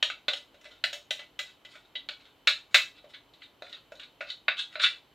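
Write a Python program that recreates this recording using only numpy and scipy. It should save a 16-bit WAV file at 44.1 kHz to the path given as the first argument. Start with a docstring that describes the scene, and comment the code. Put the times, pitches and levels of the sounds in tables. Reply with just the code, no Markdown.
"""A metal spoon knocks and scrapes inside a hand-held stoneware mixing bowl, half muffled by batter and fingers.
Each knock is a short noise clack plus damped bowl modes; each scrape is a stream of random slips driving them.
A small kitchen answers every contact with decaying noise; shaped noise makes the air and a faint appliance hum.
The image is nearly mono, and the knocks lean towards 1-4.5 kHz."""
import sys
import numpy as np
from scipy import signal
from scipy.fft import rfft, irfft, next_fast_len
from scipy.io import wavfile
from scipy.ndimage import uniform_filter1d

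SR = 44100
rng = np.random.default_rng(int(sys.argv[2]) if len(sys.argv) > 2 else 0)


def wrap_up_sound(samples):
    """Save the sound to the file named by the first command line argument, as 16-bit audio."""
    columns = np.atleast_2d(samples).T
    # keep every value between -1 and 1, then stretch to whole-number steps
    tamed = np.clip(columns, -1, 1)
    steps = np.round(tamed * 32767).astype(np.int16)
    wavfile.write(sys.argv[1], SR, steps)


N = 226806

# noise colour of metal on glaze: f/Hz, relative level/dB
CONTACT_COLOUR = [(90, -61.5), (250, -24), (450, -40.5), (600, -8.5), (800, -19.5), (1050, -23),
                  (1450, -4.5), (1850, -10), (2500, -6), (3200, -6.5), (3900, -0.5), (4800, -19),
                  (6200, -28.5), (6900, -27), (9500, -43), (11500, -52), (13000, -44), (16000, -53)]


def amp(db):
    """dB to linear gain."""
    return 10 ** (np.asarray(db) / 20)


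def unit(x):
    """Scale a signal to rms 1."""
    return x / np.sqrt(np.mean(x ** 2) + 1e-20)


def along(points, hz):
    """Read a curve of (Hz, value) points on a log frequency axis."""
    f, v = np.transpose(points)
    return np.interp(np.log(hz + 1), np.log(f + 1), v)


def filtered(x, response):
    """Filter x with a zero-phase gain given as a function of frequency."""
    m = next_fast_len(x.shape[-1] + 8192)
    gain = response(np.fft.rfftfreq(m, 1 / SR))
    return irfft(rfft(x, m) * gain, m)[..., :x.shape[-1]]


def coloured(n, spectrum_db):
    """Noise of rms 1, coloured by a dB function of frequency."""
    return unit(filtered(rng.standard_normal(n), lambda hz: amp(spectrum_db(hz))))


def add(track, s, x):
    """Mix x into the track from time s on."""
    part = track[round(s * SR):][:len(x)]
    part += x[:len(part)]


def blows():
    """A blow is a short broad clack plus the ringing wall; where it lands shifts the balance of tones."""
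    # spoon blows: t/s, level/dB, rim tone/dB, wall tone/dB, clear mode/dB, 3 kHz tone/dB,
    # brightness/dB, ring length/factor
    blow_list = [(0.0267, -9.5, -16, -13, -46, -2.5, -26, 0.46),
                 (0.0996, -27, -17.5, -2, -23, -1.5, -26.5, 0.75),
                 (0.2824, -14, -12, -8, -18, -8.5, -27.5, 0.81),
                 (0.3336, -22.5, -11.5, -14.5, -10, 0, -21.5, 0.74),
                 (0.5435, -53, 4.5, -3.5, -11, -5, -17, 0.97), (0.612, -54.5, -13, -2.5, -2, -3, -6.5, 0.7),
                 (0.6536, -43.5, -2, -2.5, -6.5, -6.5, -27, 1.34),
                 (0.7163, -46, -13, -18, -28, -3, -24, 0.63), (0.8392, -10, -26.5, -12, -10, -8, -25, 0.49),
                 (0.9289, -29, -11, -13, -17.5, -4.5, -16, 1.65),
                 (1.1079, -18, -18, -8.5, -8, -2, -16.5, 0.57),
                 (1.1923, -37.5, -7.5, -6, -4, 0, -21.5, 1.62),
                 (1.3908, -22.5, -16, -9.5, -6.5, -4.5, -17.5, 0.91),
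                 (1.6494, -41, -11.5, -7.5, -4.5, -0.5, -19.5, 1.13),
                 (1.7532, -47.5, -6, -3, -19, -5, -16, 1.5), (1.954, -23, -20, -18, -5.5, 2.5, -34, 0.98),
                 (2.0881, -23.5, -19.5, -8, -26, -5, -28.5, 0.58),
                 (2.4724, -6.5, -32, -9, -32.5, -10.5, -27.5, 0.95),
                 (2.744, -6, -22.5, -6, -7, -8, -20.5, 1.27),
                 (3.0424, -55.5, 10.5, -3.5, -3.5, -10, -21, 1.2),
                 (3.0955, -51, -24, -16, -5, -9, -25, 1.2), (3.1376, -42, -18.5, -12, -9, -2, -32, 1.3),
                 (3.3356, -46.5, -10, -19, -18, -13, -26, 1.26),
                 (3.4189, -41, -34, -8, -5.5, -3.5, -40, 0.78),
                 (3.6216, -33, 1.5, -6, -13, -11, -24.5, 0.41),
                 (3.6654, -46, -20.5, -1, -22, -8, -29, 0.64),
                 (3.6945, -43.5, -16.5, -20, -9, -8, -19, 1.3),
                 (3.7267, -31.5, -22, -27.5, -20, -9.5, -28.5, 0.87),
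                 (3.92, -45.5, 8.5, 2, -26, -10, -14, 0.6),
                 (3.9536, -40, -25.5, -28, -20, -20, -18.5, 0.41),
                 (3.9966, -33.5, -50, -12.5, -30, -7.5, -29, 0.86),
                 (4.032, -34.5, -40, -23, -25.5, -9, -35, 0.52), (4.207, -33.5, -3, 2, -15, -10, -27, 1.12),
                 (4.3012, -19.5, -34.5, -26.5, -25, -8.5, -31.5, 0.55),
                 (4.482, -15, -13.5, 2, -8, -7.5, -38, 0.62), (4.569, -35, -36, -13, -25, -2, -25, 0.6),
                 (4.7547, -31.5, -4.5, -0.5, -22, -8, -34.5, 1.2), (4.797, -23, -18, -7, -25, -11, -34, 2),
                 (4.837, -10.5, -35.5, -11.5, -27, -19, -29, 0.64)]
    rise_ms = 0.63  # how fast a contact builds up
    upper_follows = 0.71  # dB of upper-wall tone per dB of wall tone
    edge_follows = 1.3  # dB of top edge per dB of brightness
    lead = 128  # samples of silence ahead of each contact
    out = np.zeros(N)
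    t = np.arange(SR // 6) / SR
    usual = np.median(blow_list, axis=0)[2:7]  # each blow is voiced relative to this balance
    rise = 1 - np.exp(-t * 1000 / rise_ms)
    for s, db, *balance, length in blow_list:
        rim_db, wall_db, clear_db, belly_db, bright_db = balance - usual
        upper_db = upper_follows * wall_db
        edge_db = edge_follows * bright_db
        colour = [(60, rim_db - 30), (300, rim_db), (700, rim_db),
                  (1250, wall_db), (1800, wall_db), (2250, upper_db), (2650, upper_db),
                  (2900, belly_db), (3300, belly_db), (3550, 0), (4500, 0),
                  (5500, bright_db), (8000, bright_db), (10500, edge_db)]
        length = np.clip(length, .3, 1.8)
        clack_decay = amp(-60 * t / (0.066 * length))
        clack = coloured(len(t), lambda hz: along(CONTACT_COLOUR, hz)) * clack_decay
        modes = amp(-9.5) * ring(t, length, clear_db - (wall_db + upper_db) / 2)
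        sound = kitchen(np.pad((clack + modes) * rise, (lead, 0)))
        # before the tone shaping, energy follows ring length alone; the blow's level comes after
        sound = sound / np.linalg.norm(sound) * np.sqrt(length)
        shaped = filtered(sound, lambda hz: amp(along(colour, hz)))
        add(out, s - lead / SR, amp(db + 21.0) * shaped)
    return out


def strokes():
    """The spoon edge stutters over the glaze: dense uneven slips hiss and drive the bowl's modes."""
    # spoon strokes along the wall: start t/s, press/s, lift/s, level/dB, wall tone/dB, brightness/dB
    stroke_list = [(0.356, 0.016, 0.032, -49, 3, -4), (0.631, 0.019, 0.049, -55.5, 2.5, -5),
                   (0.699, 0.013, 0.085, -52, -6, -17), (1.21, 0.011, 0.021, -60.5, 10, -18),
                   (1.451, 0.026, 0.056, -49, -6, -14), (1.685, 0.034, 0.047, -52, -9, -11.5),
                   (1.729, 0.023, 0.04, -52.5, 1, -19), (1.835, 0.015, 0.016, -54.5, -12, -17),
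                   (2.19, .015, .04, -53, -8, -17.5), (2.235, 0.019, 0.061, -52.5, -7.5, -19),
                   (2.706, 0.021, 0.037, -56.5, -2.5, -7.5), (2.94, 0.041, 0.021, -49.5, -9, -22.5),
                   (3.085, 0.0096, 0.05, -57, -4, -6), (3.13, 0.018, 0.019, -40.5, -5.5, -24),
                   (3.39, 0.034, .012, -56.5, -4, -17), (3.422, 0.0096, 0.031, -42.5, -12.5, -23.5),
                   (3.63, .012, 0.14, -53, -3.5, -15), (3.718, .014, 0.051, -41, -9.5, -29),
                   (3.94, 0.034, 0.033, -56.5, -11, -11.5), (3.99, 0.046, 0.022, -50, -1.5, -17),
                   (4.259, .038, 0.015, -37, -13, -26.5), (4.303, .008, 0.034, -46, -11, -16),
                   (4.572, 0.022, 0.034, -22.5, -16, -22), (4.7, 0.043, .015, -48.5, -3, -13),
                   (4.79, 0.016, 0.018, -31.5, -2, -21.5), (4.811, 0.025, 0.013, -21.5, -8.5, -16),
                   (4.838, 0.0069, 0.009, -9, -9.5, -27.5), (4.85, 0.0074, 0.025, -23, -4, -21)]
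    slips_per_s = 4000
    touch_db, leave_db = -11, -17  # pressure at first touch and lift-off, relative to the stroke's level
    # sliding barely moves the rim
    slide_colour = [(60, -39.5), (400, -17.5), (700, -19), (1300, 4.0), (9000, 4.5), (13000, -7.0)]
    out = np.zeros(N)
    t = np.arange(SR // 8) / SR
    usual = np.median(stroke_list, axis=0)[4:]
    for s, press_s, lift_s, db, wall_db, bright_db in stroke_list:
        end = press_s + lift_s
        now = np.arange(0, end + .15, 1 / SR)

        slip_now = rng.random(len(now)) < slips_per_s / SR
        slip_size = amp(2.5 * rng.exponential(size=len(now)))
        slips = slip_now * slip_size * rng.standard_normal(len(now))
        contact = np.clip(np.minimum(now, end - now) / .005, 0, 1)  # 5 ms fades at both ends
        swell_db = np.interp(now, [0, press_s, end], [touch_db, 0, leave_db])
        pressure = contact * amp(db + swell_db)

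        wall = ring(t, 1.0, -3.5)
        grit = coloured(len(t), lambda hz: along(CONTACT_COLOUR, hz))
        grit = grit * amp(-60 * t / 0.026) * (1 - np.exp(-t / .0003))
        body = wall / np.linalg.norm(wall) + 1.2 * grit / np.linalg.norm(grit)

        sound = signal.fftconvolve(slips * pressure, body)[:len(now)]
        sound = filtered(sound, lambda hz: amp(along(slide_colour, hz)))
        sound = sound * np.linalg.norm(pressure) / np.linalg.norm(sound)
        low = filtered(sound, lambda hz: 1 / (1 + (hz / 2900) ** 10))
        high = filtered(sound, lambda hz: 1 / (1 + (4900 / (hz + 1)) ** 8))
        # flat of the spoon: fuller; edge of the spoon: brighter
        fuller = (amp(wall_db - usual[0]) - 1) * low
        brighter = (amp(bright_db - usual[1]) - 1) * high
        add(out, s, amp(-3.5) * kitchen(sound + fuller + brighter))
    return out


def ring(t, length, clear_db):
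    """Decaying bowl modes, struck at new strengths each time; batter and fingers make each one waver."""
    # bowl modes: f/Hz, typical level/dB, t60/s at length 1
    modes = [(588, -5, .075), (1257, -12, .045), (1456, -1, .06), (1748, -10, .045), (2007, -6, .11),
             (2165, -9, .05), (2260, -3, .06), (2365, -10, .06), (2640, -2, .075), (2975, -8, .06),
             (3280, -12, .05), (3583, -3, .08), (3680, -5, .06), (3835, -1, .075), (4020, -8, .05),
             (4225, -8, .055), (5040, -22, .035), (5780, -24, .035), (6720, -15, .04), (8660, -29, .03)]
    clear_mode = 4  # row of the least damped mode, which only some contacts wake
    hz, db, t60 = np.transpose(modes)[:, :, None]
    luck = rng.standard_normal((len(modes), 1))
    drift = uniform_filter1d(rng.standard_normal((len(modes), len(t))), size=60, axis=1)
    waver = np.cumsum(drift, axis=1) * 0.025  # wandering phase, rad
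    db = db + 1.5 * luck
    db[clear_mode] += clear_db
    level = amp(db - 60 * t / (t60 * length))
    tone = np.sin(2 * np.pi * hz * t + waver - waver[:, :1])
    return np.sum(level * tone, axis=0)


def kitchen(x):
    """Add a fresh room answer: a noise tail in which each frequency dies at its own speed."""
    # small kitchen: f/Hz, t60/s, answer level/dB
    answer = [(200, .35, -15), (544, 0.21, -1), (1400, 0.22, -5), (3726, 0.24, -2), (9700, .26, 1.5)]
    hz, t, z = signal.stft(rng.standard_normal(SR // 2), SR, nperseg=256)
    f, t60, db = np.transpose(answer)
    t60 = np.clip(np.interp(hz, f, t60), .05, 1)[:, None]
    decaying = z * amp(-60 * t / t60) / np.sqrt(t60)
    tail = signal.istft(decaying, SR, nperseg=256)[1]
    # the nearest surface is under a metre away
    tail = np.pad(tail / np.linalg.norm(tail), (SR // 400, 0))
    tail = filtered(tail, lambda hz: amp(np.interp(hz, f, db)))
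    wet = signal.fftconvolve(x, tail)
    return np.pad(x, (0, len(wet) - len(x))) + wet


def room_tone():
    """Steady air noise, narrow noise bands of hum and a faint noise of opposite sign in each channel."""
    # air noise colour: f/Hz, relative level/dB
    air = [(20, -30.5), (40, 1), (60, -4.5), (125, 1), (200, -3.5), (300, 1), (600, -2), (1000, -3.5),
           (1800, -11), (3000, -8), (4200, -11), (5000, -21.5), (8000, -25.5), (10000, -30), (13000, -22),
           (16000, -34)]
    # colour of the left-right difference: f/Hz, relative level/dB
    side_air = [(15, -54), (25, -22.5), (111, -4.5), (326, -3.5), (2410, -9.5), (4030, -18.5),
                (8360, -20.5), (13600, -18.5), (16000, -37.5)]
    # appliance hum bands: centre f/Hz, width f/Hz between -6 dB points, rms level/dB
    hum = [(50, 5, -83), (280, 12, -79), (3060, 100, -73.5)]
    mid = amp(-64) * coloured(N, lambda hz: along(air, hz))
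    for centre_hz, width_hz, db in hum:
        band = coloured(N, lambda hz: -20 * np.log10(1 + ((hz - centre_hz) / width_hz * 2) ** 2))
        mid = mid + amp(db) * band
    side = amp(-73.5) * coloured(N, lambda hz: along(side_air, hz))
    return np.array([mid + side, mid - side])


def scene():
    """Spoon and bowl in the centre over the room tone."""
    return blows() + strokes() + room_tone()


def record(dry):
    """Cut everything above the band limit."""
    top_hz = 15900
    return filtered(dry, lambda hz: hz < top_hz)


dry = scene()
out = record(dry)
wrap_up_sound(out)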